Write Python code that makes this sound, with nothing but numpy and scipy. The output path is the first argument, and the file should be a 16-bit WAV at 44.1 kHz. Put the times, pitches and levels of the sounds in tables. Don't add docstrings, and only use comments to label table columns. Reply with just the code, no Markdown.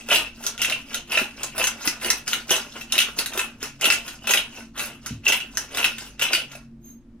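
import sys
import numpy as np
from scipy import signal
from scipy.fft import rfft, irfft, next_fast_len
from scipy.io import wavfile
from scipy.ndimage import uniform_filter1d

SR = 44100
rng = np.random.default_rng(int(sys.argv[2]) if len(sys.argv) > 2 else 0)


def master(y):
    cut = np.clip(np.atleast_2d(y).T, -1, 1)
    pcm = np.round(cut * 32767)
    wavfile.write(sys.argv[1], SR, pcm.astype(np.int16))


def makeup_ratio(level_db):
    decades = np.asarray(level_db, float) / 20
    return 10 ** decades


N = 317520


def evened(x):
    return x / np.sqrt(np.mean(x ** 2) + 1e-20)


def wander(shape, size):
    smooth = uniform_filter1d(rng.standard_normal(shape), size=size)
    return evened(uniform_filter1d(smooth, size=size))


def read(points, hz, count=1):
    table = np.transpose(points)
    return np.interp(np.log(hz + 1), np.log(table[0] + 1), table[count])


def resonate(x, hz, width):
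    return signal.lfilter(*signal.iirpeak(hz, hz / width, SR), x)


def ring(part):
    edges_hz, broad_db, modes = part
    band = signal.butter(2, edges_hz, "band", fs=SR, output="sos")
    tap = signal.sosfilt(band, np.eye(1, 2048)[0])
    out = makeup_ratio(broad_db) * evened(tap)
    for hz, width_hz, level_db in modes:
        out = out + makeup_ratio(level_db) * evened(resonate(tap, hz, width_hz))
    return out / np.linalg.norm(out)


# frequency_hz, density_db (per Hz)
AIR = [(20, -1.5), (60, -13.5), (170, -6.5), (380, -21), (900, -30.5), (5400, -45.5), (10000, -51.5),
       (16000, -60)]
# frequency_hz, likeness (0 to 1)
AIR_SAME = [(60, 0.92), (400, 0.97), (1500, 0.54), (5000, 0.15)]


def air():
    hz = np.fft.rfftfreq(N, 1 / SR)
    a, b = rfft(rng.standard_normal((2, N)))
    same = np.clip(read(AIR_SAME, hz), 0, 1)
    pair = np.array([a, same * a + np.sqrt(1 - same ** 2) * b])
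    return makeup_ratio(-54) * evened(irfft(pair * makeup_ratio(read(AIR, hz)), N))


# frequency_hz, width_hz, level_db
HUM = [(49.95, 6.5, -55.5), (98, 11, -63), (135.1, 4.7, -58.5), (231.4, 18, -50.5), (274, 16, -57),
       (344.7, 10, -63.5)]


def fridge():
    out = np.zeros(N)
    for hz, width_hz, level_db in HUM:
        tone = resonate(resonate(rng.standard_normal(N), hz, width_hz), hz, width_hz)
        out += makeup_ratio(level_db) * evened(tone)
    return out


# frequency_hz, t60_s, level_db
KITCHEN = [(200, 0.086, -1), (803, 0.18, 0.6), (2710, 0.26, -0.5), (5890, 0.19, 0.4), (10300, 0.14, 3),
           (15000, 0.11, 3)]


def kitchen(x):
    size = SR // 2
    taps = np.zeros((2, size))
    at = np.arange(120, size - 20, 16) + rng.integers(0, 16, (2, (size - 141) // 16 + 1))
    np.put_along_axis(taps, at, rng.choice([-1., 1.], at.shape), 1)
    build_up = 1 - np.exp(-np.arange(size) / SR / 0.0009)
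    hz, t, z = signal.stft(taps * build_up, SR, nperseg=128)
    same = np.clip(read(AIR_SAME, hz), 0, 1)[:, None]
    z[1] = same * z[0] + np.sqrt(1 - same ** 2) * z[1]
    decay_db = read(KITCHEN, hz, count=2)[:, None] - 60 * t / read(KITCHEN, hz)[:, None]
    tail = signal.istft(z * makeup_ratio(decay_db), SR, nperseg=128)[1]
    return signal.oaconvolve(x[None], tail / np.linalg.norm(tail[0]), axes=1)[:, :N]


def ports(x):
    lag_s = 5.5e-5
    size = next_fast_len(N)
    phase = np.exp(-2j * np.pi * np.fft.rfftfreq(size, 1 / SR) * lag_s)
    return np.array([x, irfft(rfft(x, size) * phase, size)[:N]])


# frequency_hz, level_db, t60_s
KNOCK = [(106, -27.5, 0.37), (244, -28, 0.2), (130, -34.5, 0.15)]


def knock():
    start_s = 5.108
    t = np.maximum(np.arange(N) / SR - start_s, 0)
    out = np.zeros(N)
    for (hz, level_db, t60_s), waver in zip(KNOCK, wander((len(KNOCK), N), 500)):
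        decay = makeup_ratio(level_db - 60 * t / t60_s + 1.6 * waver)
        out -= decay * np.sin(2 * np.pi * hz * t + 1.1 * waver)
    return out * (1 - np.exp(-t / 0.0018))


# time_s, level_db
SCRAPE = [
    (6.79, -111),
    (6.808, -73),
    (6.849, -49),
    (6.9, -48),
    (6.974, -67),
    (6.982, -111),
    (7.02, -110),
]
# frequency_hz, width_hz, level_db
CAP = [(1963, 4200, -15.5), (3900, 150, -23.5), (6430, 90, -2), (9400, 1200, -16.5), (11500, 870, -25.5),
       (13560, 550, -5.5)]


def cap():
    s, db = np.transpose(SCRAPE)
    rub = rng.standard_normal(N) * makeup_ratio(np.interp(np.arange(N) / SR, s, db, -120, -120))
    out = np.zeros(N)
    for hz, width_hz, level_db in CAP:
        same_power = np.sqrt(SR / (np.pi * width_hz))
        out += makeup_ratio(level_db) * same_power * resonate(resonate(rub, hz, width_hz), hz, width_hz)
    return out


# start_s, level_db, pitch_hz
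JOLTS = [(0.088, -26, 546), (0.115, -13.5, 600), (0.713, -27, 630), (1.171, -17.5, 595),
         (1.216, -18.5, 276), (1.578, -25.5, 610), (1.873, -18, 274), (2.978, -24, 594),
         (3.185, -25.5, 313), (3.376, -22.5, 392), (3.627, -24.5, 396), (3.84, -19.5, 560),
         (3.874, -20.5, 288), (4.372, -25, 618), (5.32, -33, 607), (6.551, -31.5, 650)]


def jolts():
    t60_s, jolt_db = 0.03, 1
    out, t = np.zeros(N + 4000), np.arange(4000) / SR
    for start_s, level_db, hz in JOLTS:
        at = round(start_s * SR)
        decay = makeup_ratio(level_db + jolt_db - 60 * t / t60_s)
        out[at:at + 4000] += decay * np.sin(2 * np.pi * hz * t) * (1 - np.exp(-t / 0.0012))
    return out[:N]


# full_force_s, rise_s, hold_s, grit_db, jar_share_db
PUSHES = [(0.119, 0.054, 0.014, -20.5, 5.5), (0.614, 0.05, 0.012, -32.5, 8), (0.708, 0.075, .01, -33, 9.5),
          (1.122, 0.066, 0.092, -30.5, 3.5), (1.588, 0.067, 0.044, -26.5, 2),
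          (2.041, 0.079, 0.086, -29, -1.5), (2.513, 0.047, 0.0035, -21, 1), (2.928, 0.053, 0.15, -33, 6.5),
          (3.385, 0.15, 0.012, -31.5, 3), (3.829, 0.036, .11, -26.5, 4.5), (4.305, 0.09, 0.033, -25.5, 5.5),
          (4.785, 0.042, 0.051, -30.5, 3), (5.269, 0.035, 0.079, -28, 8.5),
          (5.773, 0.089, 0.09, -28.5, 3.5), (6.217, 0.034, 0.016, -27.5, 7.5),
          (6.323, 0.038, 0.0067, -28, 9)]
# full_force_s, rise_s, hold_s, grit_db, jar_share_db
RETURNS = [(0.0, .03, 0.0024, -43, 2), (0.462, 0.14, 0.0085, -31, -1), (0.936, 0.15, .02, -36.5, 4),
           (1.434, 0.15, 0.0093, -35.5, 3.5), (1.862, 0.12, 0.0078, -25.5, -3),
           (2.274, .02, 0.09, -29.5, -5), (2.776, 0.16, .03, -37, 0.5), (3.183, 0.04, 0.0038, -26, -8),
           (3.627, 0.045, 0.013, -33, 0), (4.072, 0.091, 0.015, -35, -1.5),
           (4.567, .12, 0.0074, -38.5, 0.5), (5.069, .08, 0.0086, -37.5, -2.5),
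           (5.6, 0.18, 0.011, -36.5, -3), (6.015, 0.17, 0.06, -40.5, 1), (6.523, 0.073, 0.035, -43.5, -7)]


def strokes():
    rise_db, sag_db_per_s, firm_from_db = 30, 56, -26.5
    body_per_db, jar_per_db, fizz_per_db = -0.06, 0.15, 0.3
    t = np.arange(0, N, 64) / SR
    # fall (dB/s), body share (dB), fizz share (dB)
    rows = [(*r, 189.5, 2, 1.5) for r in PUSHES]
    rows += [(*r, 212.5, -2, -1.5) for r in RETURNS]
    s, rise, hold, db, jar_db, fall, body_db, fizz_db = np.transpose(rows)[:, :, None]
    rising_db = rise_db * np.maximum(s - t, 0) / rise
    sag_db = sag_db_per_s * np.clip(t - s, 0, hold)
    falling_db = fall * np.maximum(t - s - hold, 0)
    power = makeup_ratio(db - rising_db - sag_db - falling_db) ** 2 + 1e-30
    total = power.sum(0)
    level_db = np.maximum(10 * np.log10(total), -90)
    firm_db = level_db - firm_from_db
    columns = [level_db]
    for share_db, per_db in ((body_db, body_per_db), (jar_db, jar_per_db), (fizz_db, fizz_per_db)):
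        columns.append((power * share_db).sum(0) / total + per_db * firm_db)
    return [np.interp(np.arange(N) / SR, t, c) for c in columns]


# start_s, burr_db, shell_share_db, jar_share_db, pitch_hz
SNAPS = [(0.1153, -25, 6.5, 1, 5700), (0.1432, -26.5, -4, 17, 3320), (0.465, -18, -14, -29, 5880),
         (0.6171, -15.5, -6, -2, 3150), (0.9441, -20.5, -4.5, -14, 3900), (1.1734, -24, 11, 17.5, 3900),
         (1.4324, -22, -7.5, -12, 6400), (1.8749, -16, -2, -2, 5200), (2.1021, -13, -1, -9.5, 5450),
         (2.3316, -18.5, 3, -2, 3900), (2.506, -15.5, -9, -1.5, 5950), (2.9224, -16, -12, -0.5, 3740),
         (2.9798, -15, -5.5, 2, 3740), (3.1884, -17, -11, 0, 4520), (3.3929, -22, 2.5, 7, 3830),
         (3.843, -18.5, -1, 9.5, 4140), (3.902, -16.5, 1, 11, 4820), (4.3083, -15, -7.5, 1, 6470),
         (4.3359, -14, 2.5, 5, 3490), (5.2808, -16, -8, -10.5, 6130), (5.3219, -17, -2, 9, 3520),
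         (5.5717, -18, -0.5, -8.5, 6100), (5.843, -18, 2.5, 12, 3650), (6.3318, -16.5, -0.5, 3.5, 4770)]
# start_s, burr_db, jar_share_db, pitch_hz
CRUNCHES = [(0.0873, -28, -1, 3500), (0.1581, -31, 20, 3380), (0.632, -22.5, -8, 3900),
            (0.6978, -23.5, 2, 4050), (0.7221, -29, 16, 3700), (1.1197, -28.5, 14.5, 5460),
            (1.2064, -41.5, 17, 5660), (1.5805, -25.5, -7, 3520), (1.64, -19, 4.5, 6300),
            (1.6699, -18.5, 1.5, 6000), (2.046, -25.5, 6, 4600), (2.2777, -24, -1.5, 5340),
            (2.5565, -23, -1, 3760), (2.954, -25.5, 8.5, 3830), (2.988, -18, 12.5, 3440),
            (3.0024, -20, 9.5, 6330), (3.2598, -23.5, -3.5, 4020), (3.6282, -26, -6.5, 5650),
            (3.811, -24, -15, 6400), (3.8544, -19.5, 13, 3550), (3.9217, -19, 3.5, 6520),
            (4.2715, -21, 4, 3380), (4.292, -21, -19, 3920), (4.3729, -23, 15, 3440),
            (5.061, -27.5, -10, 5730), (5.7716, -23, -4, 3950), (5.8282, -36.5, 21.5, 3650),
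            (6.2123, -30, 14.5, 3400), (6.2205, -19, 6, 3460), (6.3487, -22, 10.5, 4470)]
# start_s, burr_db, jar_share_db
CHIPS = [(0.1006, -31.5, 10), (0.439, -30.5, -12), (0.5784, -31, -3), (0.6465, -20, 5.5),
         (0.9318, -34.5, 4), (1.1486, -36, 25), (1.5937, -30.5, 14), (1.8568, -36, -11.5), (2.0132, -34, 4),
         (2.035, -36, -4), (2.3262, -36, 16), (2.493, -28, 6), (2.8107, -33.5, 8), (3.0171, -18.5, 0),
         (3.3347, -28.5, -16), (3.3752, -23.5, 1), (3.8774, -32, 12), (4.0797, -28.5, -17),
         (4.3847, -41, 17.5), (4.7794, -31, -5), (4.7942, -24, -16), (5.2556, -31.5, 2), (5.272, -36, -7),
         (5.4016, -33, 10), (5.7469, -26.5, -11), (5.7832, -27.5, 11), (5.9825, -29.5, -1),
         (6.1947, -26.5, 1), (6.5163, -38, 0), (6.5517, -41, 7)]


def grains():
    snaps = [(s, db, shell_db, jar_db, -2, hz) for s, db, shell_db, jar_db, hz in SNAPS]
    crunches = [(s, db, -1.5, jar_db, 0, hz) for s, db, jar_db, hz in CRUNCHES]
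    chips = [(s, db, -3, jar_db, -4.5, 3640) for s, db, jar_db in CHIPS]
    return snaps + crunches + chips


def stalls():
    stall_s, stall_db, from_db = .012, -5, -34
    load = np.zeros(N)
    size = round(stall_s * SR) + 1
    for s, db, *_ in grains():
        at = round(s * SR)
        ramp = np.linspace(.3, 1, size) * np.clip((db - from_db) / 14, 0, 1)
        load[at - size:at] = np.maximum(load[at - size:at], ramp)
    return stall_db * load


def shares(burr_db, body_db, jar_db, fizz_db):
    return makeup_ratio(burr_db + np.array([body_db, jar_db, 0 * burr_db, fizz_db]))


SPIKY = [
    [.2],
    [.5],
    [.7],
    [.9],
]
CLUMP_DB = [
    [2.5],
    [3],
    [4],
    [5],
]


def grit():
    ticks_per_s, spread_db, slip_db, grit_db = 810, 8.5, 2, -5
    spread = spread_db * np.array(SPIKY) * np.minimum(rng.exponential(1, N), 2.8)
    size = makeup_ratio(spread) * (rng.random(N) < ticks_per_s / SR)
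    clumps = makeup_ratio(np.array(CLUMP_DB) * evened(uniform_filter1d(rng.standard_normal((4, N)), size=260)))
    ticks = size * rng.standard_normal((4, N)) + 1.8 * rng.standard_normal((4, N))
    slips = makeup_ratio(slip_db * evened(uniform_filter1d(rng.standard_normal(N), size=130)))
    force = np.array([evened(row) for row in ticks * clumps * slips])
    return makeup_ratio(grit_db + stalls()) * force * shares(*strokes())


# band edges_hz, broad_db, modes of frequency_hz, width_hz, level_db
JAR = (1720, 4200), -1, [(2704, 86, 10.5), (2694, 59, 7.5), (2713, 600, -19), (3056, 240, -5.5)]


def gripped(shift):
    edges_hz, broad_db, modes = JAR
    return ring((edges_hz, broad_db, [(f * shift, w, db) for f, w, db in modes]))


# band edges_hz, broad_db, modes of frequency_hz, width_hz, level_db
SHELL = (1290, 2240), 1.2, [(1413, 42, -5), (1984, 57, -8.4)]
BURR = (3080, 9140), 0.9, [(3900, 2500, -8.5), (5335, 660, -4.5), (6220, 410, -3)]
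FIZZ = (8400, 12460), 1.5, [(9340, 1400, -6.5), (10740, 250, -13.5), (14540, 830, -3)]
GRIPS = (0.977, 0.993, 1.026, 1.069)


def cracks():
    crack_s, crack_db, first_tick = 0.0044, -6, 1.7
    grain_width_hz, ping_per_db = 420, .3
    size = 1500
    out, t = np.zeros(N + size), np.arange(size) / SR
    held = [np.array([ring(SHELL), gripped(g), ring(BURR), ring(FIZZ)])[:, :size] for g in GRIPS]
    envelope = np.exp(-t / crack_s) * (1 - np.exp(-t / 0.00015))
    for s, *levels, hz in grains():
        parts = held[rng.integers(len(GRIPS))]
        burst = rng.standard_normal((4, size))
        steps = makeup_ratio(4.1 * evened(uniform_filter1d(rng.standard_normal(size), size=24)))
        snap = first_tick * np.sign(burst) * np.exp(-t / .0004)
        blow = (burst + snap) * steps * envelope
        rung = [*signal.fftconvolve(blow, parts, axes=1)[:, :size], resonate(blow[2], hz, grain_width_hz)]
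        ping_db = levels[0] + ping_per_db * (levels[0] + 22)
        gains = [*shares(*levels), makeup_ratio(ping_db)]
        at = round(s * SR)
        out[at:at + size] += sum(g * evened(r) for g, r in zip(gains, rung)) * np.sqrt(220 / size)
    return makeup_ratio(crack_db) * out[:N]


def patchy(x):
    z = signal.stft(x, SR, nperseg=128)[2]
    smooth = uniform_filter1d(rng.standard_normal(z.shape), size=3, axis=0)
    patches = evened(uniform_filter1d(smooth, size=9, axis=1))
    return signal.istft(z * makeup_ratio(3.67 * patches - 1.7), SR, nperseg=128)[1][:N]


# band edges_hz, broad_db, modes of frequency_hz, width_hz, level_db
BODY = (280, 2000), 9.8, [(614, 90, -12), (1442, 110, -5), (400, 240, -16)]


def grinder():
    body, jar, burr, fizz = grit()
    hold = makeup_ratio(5 * wander((len(GRIPS), N), 700))
    hold = hold / np.linalg.norm(hold, axis=0)
    rub = np.zeros(N)
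    for force, part in ((body, BODY), (burr, BURR), (fizz, FIZZ)):
        rub += signal.oaconvolve(force, ring(part))[:N]
    for h, g in zip(hold, GRIPS):
        rub += signal.oaconvolve(jar * h, gripped(g))[:N]
    return patchy(rub) + cracks() + jolts()


def scene():
    sway_hz, kitchen_db = 2.3, -1
    near = grinder() + cap()
    turn = 2 * np.pi * sway_hz * np.arange(N) / SR
    echoes = kitchen(near * np.cos(turn)) + kitchen(near * np.sin(turn))
    return ports(near) + makeup_ratio(kitchen_db) * echoes + knock() + fridge() + air()


def band_limit(x):
    return signal.sosfilt(signal.butter(12, 16810, fs=SR, output="sos"), x)


def record(dry):
    held = np.tanh(dry / 1.1) * 1.1
    edge = signal.firwin(255, 16250, window=("kaiser", 8), fs=SR)
    mix = signal.oaconvolve(held, edge[None], "same")
    return band_limit(mix)


dry = scene()
out = record(dry)
master(out)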